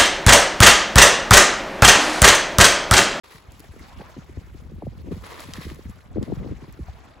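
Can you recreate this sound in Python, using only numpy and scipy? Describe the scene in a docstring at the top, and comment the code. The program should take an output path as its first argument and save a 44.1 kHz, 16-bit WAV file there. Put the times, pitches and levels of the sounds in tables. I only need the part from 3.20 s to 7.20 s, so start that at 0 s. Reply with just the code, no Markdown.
"""Wind rumbles and flutters on a microphone at a pebbly lake shore; its eddies are short thumps that fall in pitch.
Small waves wash, gurgle and slop along the water's edge: shaped noise, ringing bubbles and a wandering hollow tone.
Shoes scuff the gravel during a throw: tiny random contacts over a grinding hiss.
Stones click, once sharply, as short bundles of ringing tones; pebbles knock dully and grit ticks."""
import sys
import numpy as np
from scipy import signal
from scipy.fft import rfft, irfft
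from scipy.io import wavfile

SR = 44100
rng = np.random.default_rng(int(sys.argv[2]) if len(sys.argv) > 2 else 0)


def put_to_file(sound):
    """Save the sound as 16-bit audio at rate SR, in the file named by the first command-line argument."""
    columns = np.atleast_2d(sound).T  # one column per channel
    safe = np.clip(columns, -1, 1)
    whole_steps = np.round(safe * 32767)
    wavfile.write(sys.argv[1], SR, whole_steps.astype(np.int16))


N = 176400
SECONDS = N / SR
T = np.arange(N) / SR
HZ = np.maximum(np.fft.rfftfreq(N, 1 / SR), 1)


def from_db(db):
    """Turn decibels into a gain."""
    return 10 ** (np.asarray(db) / 20)


def rms_one(x):
    """Scale a sound to an average (rms) strength of 1."""
    return x / np.sqrt(np.mean(x ** 2) + 1e-20)


def at_time(rows, s=T):
    """Read a table of (time, value) with straight lines between its points."""
    return np.interp(s, *np.transpose(rows))


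def at_hz(points, hz):
    """Read a table of (frequency, value) on a log-frequency axis."""
    table_hz, values = np.transpose(points)
    return np.interp(np.log(hz), np.log(table_hz), values)


def pan(db):
    """Gains for left and right: left goes up and right goes down by the given dB."""
    return from_db([[db], [-db]])


def add(out, s, sound):
    """Mix a sound into out, starting at time s."""
    i = int(np.clip(s * SR, 0, N - 1))
    out[:, i:i + sound.shape[-1]] += sound[..., :N - i]


def drift(rate_hz):
    """A smooth random curve of spread 1: noise through two equal low-pass steps, made every 40 samples."""
    r = np.exp(-80 * np.pi * rate_hz / SR)
    noise = rng.standard_normal(N // 40 + 2002)
    slow = signal.lfilter([1], [1, -2 * r, r * r], noise)[2000:]  # drop the filter's start-up
    return np.interp(np.arange(N) / 40, np.arange(len(slow)), rms_one(slow))


def widen(pair, alike):
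    """Mix two unrelated signals into a left and right that are alike to the given degree."""
    alike = np.clip(alike, -.99, .99)
    middle = np.sqrt(1 + alike) * pair[0]
    side = np.sqrt(1 - alike) * pair[1]
    return middle + side * np.array([[1], [-1]])


# how alike left and right are in the coloured noises: (frequency [Hz], likeness [-1 to 1])
STEREO_LIKENESS = [(100, .6), (400, .55), (1000, .4), (1500, .1), (2100, .5), (3600, .62), (5300, .15),
                   (6600, .88), (9000, .96), (16000, .97)]


def colour(pair, spectrum):
    """Filter two unrelated signals to a spectrum and give them stereo width, at rms 1."""
    wide = widen(rfft(pair), at_hz(STEREO_LIKENESS, HZ))
    return rms_one(irfft(wide * from_db(at_hz(spectrum, HZ)), N))


def patchy_noise(patchy_db, rate_hz, count=12):
    """Two white noises, split into overlapping bands whose levels flicker, partly together."""
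    white = rfft(rng.standard_normal((2, N)))
    out, together = 0, drift(rate_hz)
    place = np.interp(np.log(HZ), np.log([200, 14000]), [0, count - 1])
    for k in range(count):
        band = irfft(white * np.maximum(1 - abs(place - k), 0), N)
        out = out + band * from_db(patchy_db * (drift(rate_hz) + .5 * together))
    return out


# share of the wind that blows across the microphone: (time [s], share [0-1])
CROSSWIND = [(2.6, .1), (2.95, 1), (3.35, 0.86), (3.6, 0.03)]
EDDY_FALL_S, EDDY_END_HZ = 0.01006, 55.3   # time constant of the pitch fall, and the pitch it heads for
EDDY_ATTACK_S, EDDY_RELEASE_SHARE = 0.0024, 0.19   # the release is a share of the eddy's length
EDDY_PAN_DB, EDDY_LEAN_FROM_HZ = 3.5, 180   # in a full crosswind the quick swings lean to the left
CROSS_LAG_RAD, CROSS_LAG_BELOW_HZ = 1.5, 400   # and the slow swings reach the left later
EDDY_ROUGH, EDDY_SPREAD = .3, .45   # random part of a swing: common to both sides, and own to each
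EDDY_WOBBLE, EDDY_WOBBLE_S = .18, .0025   # the pitch staggers: spread [natural log], time step


def eddy(s, db, start_hz, length):
    """A swirl of air passes the microphone: a few rough pressure swings that slow down."""
    t = np.arange(int(max(length, .004) * SR)) / SR
    pitch = EDDY_END_HZ + (start_hz - EDDY_END_HZ) * np.exp(-t / EDDY_FALL_S)
    stagger = np.interp(t / EDDY_WOBBLE_S, np.arange(32), rng.uniform(-1, 1, 32)) * np.sqrt(3)
    cycles = np.cumsum(pitch * np.exp(EDDY_WOBBLE * stagger)) / SR

    across = at_time(CROSSWIND, s)
    left_lag = across * CROSS_LAG_RAD / (1 + (pitch / CROSS_LAG_BELOW_HZ) ** 4)
    quickness = pitch ** 4 / (pitch ** 4 + EDDY_LEAN_FROM_HZ ** 4)
    lean = pan(across * EDDY_PAN_DB) ** quickness

    # slower partial swings of random strength make each eddy uneven
    chance = rng.standard_normal((3, 4, 2)) @ [1, 1j] / np.sqrt(8)
    partials = np.exp(2j * np.pi * np.outer([-.55, -.3, .15, .4], cycles))
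    shared, left, right = chance @ partials
    uneven = 1 + EDDY_ROUGH * shared + EDDY_SPREAD * np.array([left, right])
    swing = np.exp(2j * np.pi * (cycles + rng.random()) - 1j * np.outer([1, 0], left_lag)) * uneven

    fade_in = np.minimum(t / EDDY_ATTACK_S, 1)
    fade_out = np.minimum((t[-1] - t) / (EDDY_RELEASE_SHARE * t[-1]), 1)
    return from_db(db) * lean * swing.real * np.sin(fade_in * fade_out * np.pi / 2) ** 2


# strength of the wind, which each wind layer follows with its own offset: (time [s], level [dB])
GUST = [(0, -67), (.25, -62), (.35, -44.5), (.44, -56), (.57, -42.5), (.85, -50.5), (1.3, -44), (1.6, -43),
        (1.9, -37.5), (2.15, -46), (2.45, -42.5), (2.65, -41), (2.8, -47), (2.95, -41), (3.1, -37.5),
        (3.3, -38), (3.38, -44.5), (3.8, -47), (4, -50.5)]
# the strong eddies: (time [s], level before EDDY_DB [dB], pitch before the fall and stagger [Hz], length [s])
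EDDIES = [(0.146, -40, 285, 0.031), (0.399, -37.5, 511, 0.013), (0.44, -37, 1000, 0.005),
          (0.491, -30, 118, 0.028), (0.536, -39.5, 580, 0.011), (0.562, -35, 404, 0.013),
          (0.607, -34, 476, 0.0091), (0.629, -40, 433, .018), (0.795, -33.5, 588, 0.022),
          (0.813, -31.5, 787, 0.0095), (0.965, -30.5, 422, 0.0087), (0.978, -28, 417, 0.022),
          (1.092, -34, 486, 0.0097), (1.171, -31, 483, 0.016), (1.173, -22, 131, 0.023),
          (1.345, -36.5, 487, 0.015), (1.517, -35, 423, 0.023), (1.535, -29.5, 250, 0.057),
          (1.621, -27, 717, 0.01), (1.631, -27.5, 430, 0.037), (1.667, -22.5, 515, 0.027),
          (1.818, -36, 91, 0.025), (1.884, -27.5, 542, 0.014), (1.91, -24, 330, 0.012),
          (1.917, -22.5, 592, 0.039), (1.966, -29.5, 324, 0.031), (2.285, -33.5, 456, 0.022),
          (2.382, -26, 370, 0.0192), (2.45, -29, 341, 0.052), (2.465, -28.5, 465, 0.017),
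          (2.511, -30, 533, 0.029), (2.589, -33.5, 484, 0.0099), (2.655, -27.5, 245, 0.018),
          (2.674, -28.5, 137, 0.02), (2.694, -29, 304, 0.017), (2.9575, -19, 560, 0.012),
          (2.969, -20.5, 620, 0.018), (2.98, -16.5, 420, 0.023), (3.011, -22.5, 435, 0.0087),
          (3.023, -22, 507, 0.019), (3.08, -28.5, 517, 0.019), (3.099, -24.5, 513, 0.0048),
          (3.1205, -19, 624, 0.022), (3.171, -24, 223, 0.052), (3.246, -26, 550, 0.011),
          (3.26, -26, 575, 0.023), (3.311, -26, 534, 0.017), (3.32, -29, 417, 0.033),
          (3.42, -33, 450, 0.029), (3.479, -35, 381, 0.017), (3.59, -28, 478, 0.017),
          (3.605, -23, 89.5, 0.032)]
# tone of the rumble, before a further treble cut: (frequency [Hz], relative level [dB per Hz])
RUMBLE = [(20, -28), (35, -5.5), (62, 4), (100, -3.5), (180, -15), (350, -38), (600, -47), (1200, -55)]
# tone of the fine turbulence: (frequency [Hz], relative level [dB per Hz])
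FLUTTER = [(50, -25), (150, 9), (320, -1), (520, -4.5), (750, -19), (1200, -20), (2500, -61)]
EDDY_DB = -4
SMALL_EDDIES_PER_S, SMALL_EDDY_DB, SMALL_EDDY_SCATTER_DB = 49, -8.5, 5.5   # level is relative to the gust
SMALL_EDDY_HZ, SMALL_EDDY_S = 407, 0.0119   # middle pitch and length; each eddy varies around them
RUMBLE_DB, RUMBLE_LIKENESS = 2, 0.24   # level relative to the gust; left-right likeness
FLUTTER_DB, FLUTTER_AT_GUST_DB = -46.5, -40   # flutter level when the gust has the second level
FLUTTER_GROWTH = 1.75   # dB gained per dB of gust


def wind():
    """Moving air presses on the microphone: lumpy rumble, fine flutter and eddies large and small."""
    gust_db = at_time(GUST)
    noise = rfft(widen(rng.standard_normal((2, N)), RUMBLE_LIKENESS))
    noise = noise * from_db(at_hz(RUMBLE, HZ)) / (1 + (HZ / 1500) ** 4)
    lumpy = rms_one(irfft(noise, N) * from_db(4.8 * drift(28.0)))
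    rumble = lumpy * from_db(gust_db + RUMBLE_DB)

    bursts = from_db(15.0 * np.tanh(drift(27.0)))
    flutter = colour(rng.standard_normal((2, N)) * bursts, FLUTTER)
    flutter_db = FLUTTER_DB + FLUTTER_GROWTH * (gust_db - FLUTTER_AT_GUST_DB)
    out = rumble + flutter * from_db(flutter_db) * pan(EDDY_PAN_DB / 2)

    for s, db, hz, length in EDDIES:
        add(out, s, eddy(s, db + EDDY_DB, hz, length))
    for _ in range(int(SMALL_EDDIES_PER_S * SECONDS)):
        s = rng.uniform(0, SECONDS)
        size, pitch, length = rng.uniform(-1, 1, 3)
        db = at_time(GUST, s) + SMALL_EDDY_DB + SMALL_EDDY_SCATTER_DB * size
        add(out, s, eddy(s, db, SMALL_EDDY_HZ * 1.6 ** pitch, SMALL_EDDY_S * 1.43 ** length))
    return out


BUBBLE_CYCLES, BUBBLE_RISE = 4.12, 0.089   # cycles in one decay time; share of pitch gained in that time


def bubble(db, hz):
    """Air trapped in water rings for a few cycles and rises in pitch."""
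    life = BUBBLE_CYCLES / hz
    age = np.arange(int(4 * life * SR)) / SR / life
    ring = np.sin(2 * np.pi * BUBBLE_CYCLES * (age + BUBBLE_RISE * age ** 2 / 2))
    return from_db(db) * ring * np.exp(-age) * (1 - np.exp(-8 * age))


# the wash of the waves, before each layer's offset: (time [s], level [dB])
WASH = [(0, -62), (.25, -49), (.5, -51.5), (.63, -47.5), (.82, -45), (1.05, -50), (1.4, -54.5),
        (1.7, -56.5), (2.0, -50.5), (2.65, -54), (2.92, -50.5), (3.27, -47), (3.36, -48.5), (3.6, -50.5),
        (3.8, -47), (4, -47)]
# brightness as waves break on the pebbles: (time [s], treble boost, doubled at the very top [dB])
SPARKLE = [(0, -15), (.4, 3.5), (.8, -0.5), (1.3, 2.5), (1.7, 1.5), (2.7, 4.5), (2.95, -3.5), (3.25, -2.5),
           (3.6, 1), (4, -6.5)]
# tone of the wash, before the sparkle: (frequency [Hz], relative level [dB per Hz])
WATER = [(100, 8), (300, -0.5), (600, -1.5), (1100, -1), (1500, -4), (2000, -5.5), (2800, -9.5),
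         (4200, -13), (6800, -19), (10000, -21), (16000, -26)]
# single plops at the water's edge, before the bubble's fade and rise: (time [s], level [dB], pitch [Hz])
PLOPS = [(0.5945, -38, 1890), (0.6265, -48, 1260), (0.733, -38.5, 947), (.806, -32.5, 806),
         (.895, -40.5, 573), (2.731, -45.5, 1080), (3.684, -33, 682)]
WATER_DB, TREBLE_FROM_HZ, TOP_FROM_HZ = -2, 1600, 9600
LAPS_PER_S, LAP_DB = 6.4, -2   # bubbles come in clumps: speed of the random drift [Hz], its depth
BUBBLES_PER_S, BUBBLE_DB, BUBBLE_LOW_HZ, BUBBLE_HIGH_HZ = 270, -5.5, 555, 7470
RIPPLES_PER_S, RIPPLE_DB = 97, -5   # larger bubbles in the lapping edge
RIPPLE_HZ, RIPPLE_OCTAVES = 1133, 1.075   # middle pitch, and how far it spreads up and down


def water():
    """Waves wash over the pebbles: a patchy hiss, clumps of fine and larger bubbles, and louder plops."""
    hiss = rfft(colour(patchy_noise(patchy_db=3.0, rate_hz=35.6), WATER))
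    treble = irfft(hiss / (1 + (TREBLE_FROM_HZ / HZ) ** 4), N)
    top = irfft(hiss / (1 + (TOP_FROM_HZ / HZ) ** 4), N)
    sparkle = from_db(at_time(SPARKLE))
    bright = irfft(hiss, N) - treble + sparkle * (treble - top) + sparkle ** 2 * top
    out = bright * from_db(at_time(WASH) + WATER_DB)

    lapping_db = at_time(WASH) + LAP_DB * np.tanh(drift(LAPS_PER_S))
    for when, pitch, size, side in rng.random((int(BUBBLES_PER_S * SECONDS), 4)):
        hz = BUBBLE_LOW_HZ * (BUBBLE_HIGH_HZ / BUBBLE_LOW_HZ) ** pitch
        db = lapping_db[int(when * N)] + BUBBLE_DB + 12 * (size ** 4 - .5)
        db = db + 0.043 * at_hz(WATER, hz)  # high bubbles are slightly weaker
        add(out, when * SECONDS, bubble(db, hz) * pan(5 * (side - .5)))
    for when, pitch, size, side in rng.random((int(RIPPLES_PER_S * SECONDS), 4)):
        hz = RIPPLE_HZ * 2 ** (RIPPLE_OCTAVES * (2 * pitch - 1))
        db = lapping_db[int(when * N)] + RIPPLE_DB + 9 * (size ** 2 - .5)
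        add(out, when * SECONDS, bubble(db, hz) * pan(6 * (side - .5)))
    for s, db, hz in PLOPS:
        add(out, s, bubble(db, hz))
    return out * pan(0.2)


# shoes grinding on gravel, before the layer offsets: (time [s], length [s], level [dB], extra treble [dB])
SCUFFS = [(0.033, 0.11, -49, -7), (0.1, 0.06, -52, 0), (1.909, 0.017, -46, -8), (2.03, 0.063, -39.5, -10),
          (2.1, 0.098, -39, -11.5), (2.187, 0.053, -48.5, 1.5), (2.264, 0.056, -46, -7.5),
          (2.334, 0.06, -43.5, -6), (2.403, 0.034, -46.5, 1), (2.478, 0.032, -47, -4.5),
          (3.019, 0.011, -45, -8.5)]
# tone of the gravel, before the extra treble: (frequency [Hz], relative level [dB per Hz])
GRAVEL = [(200, -15.5), (450, -3), (750, -10.5), (1100, -1.5), (1500, -7.5), (2000, -2.5), (2800, -7.5),
          (4000, -6), (6800, -15.5), (10000, -13.5), (16000, -22)]
SCUFF_ATTACK_S, SCUFF_RELEASE_S = 0.008, 0.052
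GRAINS_PER_S, GRAIN_DB, GRIND_DB, GRIT_FROM_HZ = 850, -3, 1, 1530


def gravel():
    """A sole presses and slides: a dense crunch of tiny contacts over a grinding hiss."""
    body_power, grit_power = 0, 0
    for s, length, db, treble_db in SCUFFS:
        attack = np.clip((T - s) / SCUFF_ATTACK_S, 0, 1)
        release = np.exp(-np.maximum(T - s - length, 0) / SCUFF_RELEASE_S)
        press = from_db(db) * attack * release
        body_power = body_power + press ** 2
        grit_power = grit_power + (press * from_db(treble_db)) ** 2

    hits = rng.random((2, N)) < GRAINS_PER_S / SR
    strength = from_db(4.2 * np.minimum(rng.exponential(1, (2, N)), 4))
    grains = hits * rng.choice([-1, 1], (2, N)) * strength
    grind = colour(patchy_noise(patchy_db=3.1, rate_hz=130), GRAVEL)
    crunch = from_db(GRAIN_DB) * colour(grains, GRAVEL) + from_db(GRIND_DB) * grind
    grit = irfft(rfft(crunch) / (1 + (GRIT_FROM_HZ / HZ) ** 4), N)
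    return (np.sqrt(body_power) * (crunch - grit) + np.sqrt(grit_power) * grit) * pan(0.53)


# stones knocking together, before each tone's own level: (time [s], level [dB])
CLACKS = [(2.203, -45), (2.3365, -23), (2.34, -37), (3.029, -35.5)]
# ringing tones of a stone: (frequency [Hz], level relative to the clack [dB], time to fall by 60 dB [s])
STONE = [(1830, -8.5, 0.009), (3160, -4.5, 0.0089), (3680, -9.5, 0.013), (4820, 0.5, 0.0056),
         (6600, 2.5, 0.0031), (7200, 12, 0.0012), (14200, -3, 0.0018)]
# larger pebbles shifting under the sole, before fading in and out: (time [s], level [dB], pitch [Hz])
KNOCKS = [(2.1088, -31.5, 1060), (2.204, -32.5, 640), (2.205, -36, 1160), (2.3527, -32.5, 1180),
          (2.3568, -28.5, 1780), (2.3742, -28.5, 1860), (2.398, -34, 1720), (2.4464, -29.5, 1950),
          (2.5, -30.5, 1860)]
# bits of grit ticking: (time [s], peak level [dB])
TICKS = [(.320, -39), (.396, -31.5), (0.403, -34.5), (0.594, -44), (2.204, -27.5), (2.546, -38),
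         (2.697, -40), (3.149, -42), (3.525, -38)]
KNOCK_CYCLES, KNOCK_ATTACK_S = 2.85, 0.00067   # cycles in one decay time; fade-in
TICK_LOW_HZ, TICK_HIGH_HZ, TICK_DECAY_S = 5000, 14900, 0.0016


def stones():
    """Pebbles clack and ring for a few milliseconds, bedded ones knock dully, grit ticks thin and high."""
    out, t = np.zeros((2, N)), T[:SR // 40]
    for s, db in CLACKS:
        for hz, tone_db, t60 in STONE:
            phase = rng.uniform(0, 2 * np.pi) + 0.63 * rng.standard_normal((2, 1))
            ring = np.sin(2 * np.pi * hz * t + phase) * np.minimum(t / 0.00017, 1)
            add(out, s, from_db(db + tone_db - 60 * t / t60) * ring)
    for s, db, hz in KNOCKS:
        phase = 0.34 * rng.standard_normal((2, 1))
        ring = np.sin(2 * np.pi * hz * t + phase) * np.exp(-t * hz / KNOCK_CYCLES)
        add(out, s, from_db(db) * ring * np.minimum(t / KNOCK_ATTACK_S, 1))
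    band = signal.butter(2, [TICK_LOW_HZ, TICK_HIGH_HZ], "band", fs=SR, output="sos")
    for s, db in TICKS:
        burst = widen(rng.standard_normal((2, len(t))), 0.84) * np.exp(-t / TICK_DECAY_S)
        tick = signal.sosfilt(band, burst)
        add(out, s, from_db(db) * tick / abs(tick).max())
    return out


# wavelets slopping on the shore: (time of the crest [s], level [dB])
WAVELETS = [(0.629, -49), (.815, -56), (3.27, -53.5), (3.44, -53), (3.68, -52.5), (3.77, -62.5)]
# tone of their spray: (frequency [Hz], relative level [dB per Hz])
SPRAY = [(300, -25), (900, 11.5), (2100, 4.5), (3200, -11.5), (4500, -0.5), (7000, -14.5), (16000, -47)]
WAVELET_RISE_S, WAVELET_DRAIN_S = 0.0094, 0.045   # time constants


def wavelets():
    """Single wavelets slop onto the pebbles: patchy noise swells quickly and drains away."""
    swell = 0
    for s, db in WAVELETS:
        pace = np.where(T < s, WAVELET_RISE_S, WAVELET_DRAIN_S)
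        swell = swell + from_db(db) * np.exp(-np.abs(T - s) / pace)
    return swell * colour(patchy_noise(patchy_db=6.0, rate_hz=48, count=7), SPRAY)


# the hollow ring of an incoming wave: (time [s], middle pitch [Hz], level [dB])
GURGLE = [(.65, 765, -60), (0.721, 950, -55), (0.779, 1090, -66), (0.901, 1044, -59.5), (1.0, 960, -61)]
GURGLE_WIDTH_HZ = 37   # speed of the random drift that blurs the tone


def gurgle():
    """As a wave runs in, a hollow, uneven resonance rises in pitch and sinks again."""
    s, hz, db = np.transpose(GURGLE)
    turning = np.exp(2j * np.pi * np.cumsum(np.interp(T, s, hz)) / SR)
    level = from_db(np.interp(T, s, db)) * (T > s[0]) * (T < s[-1])
    pair = []
    for _ in range(2):
        uneven = drift(GURGLE_WIDTH_HZ) + 1j * drift(GURGLE_WIDTH_HZ)
        pair.append((uneven * turning).real)
    return level * rms_one(widen(pair, 0.41))


def scene():
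    """Wind over the lake, with gravel and stones underfoot."""
    return wind() + water() + gravel() + stones() + wavelets() + gurgle()


TWIST_FROM_HZ, TWIST_HALF_TURN_HZ = 7050, 2045   # where the phase starts to turn; width of half a turn
LOW_CUT_HZ, CUTOFF_HZ, START_S = 34, 15900, .035   # silent until START_S


def record(dry):
    """A stereo microphone turns the right side's high treble in phase, in soft steps; both ends are cut."""
    turn = np.pi * np.maximum(HZ - TWIST_FROM_HZ, 0) / TWIST_HALF_TURN_HZ
    turn = turn - np.sin(2 * turn) / 2
    spectrum = rfft(dry) / np.sqrt(1 + (LOW_CUT_HZ / HZ) ** 10)
    heard = irfft(spectrum * np.exp(1j * np.outer([0, 1], turn)), N) * (T > START_S)
    return signal.sosfilt(signal.ellip(10, .1, 80, CUTOFF_HZ, fs=SR, output="sos"), heard)


dry = scene()
out = record(dry)
put_to_file(out)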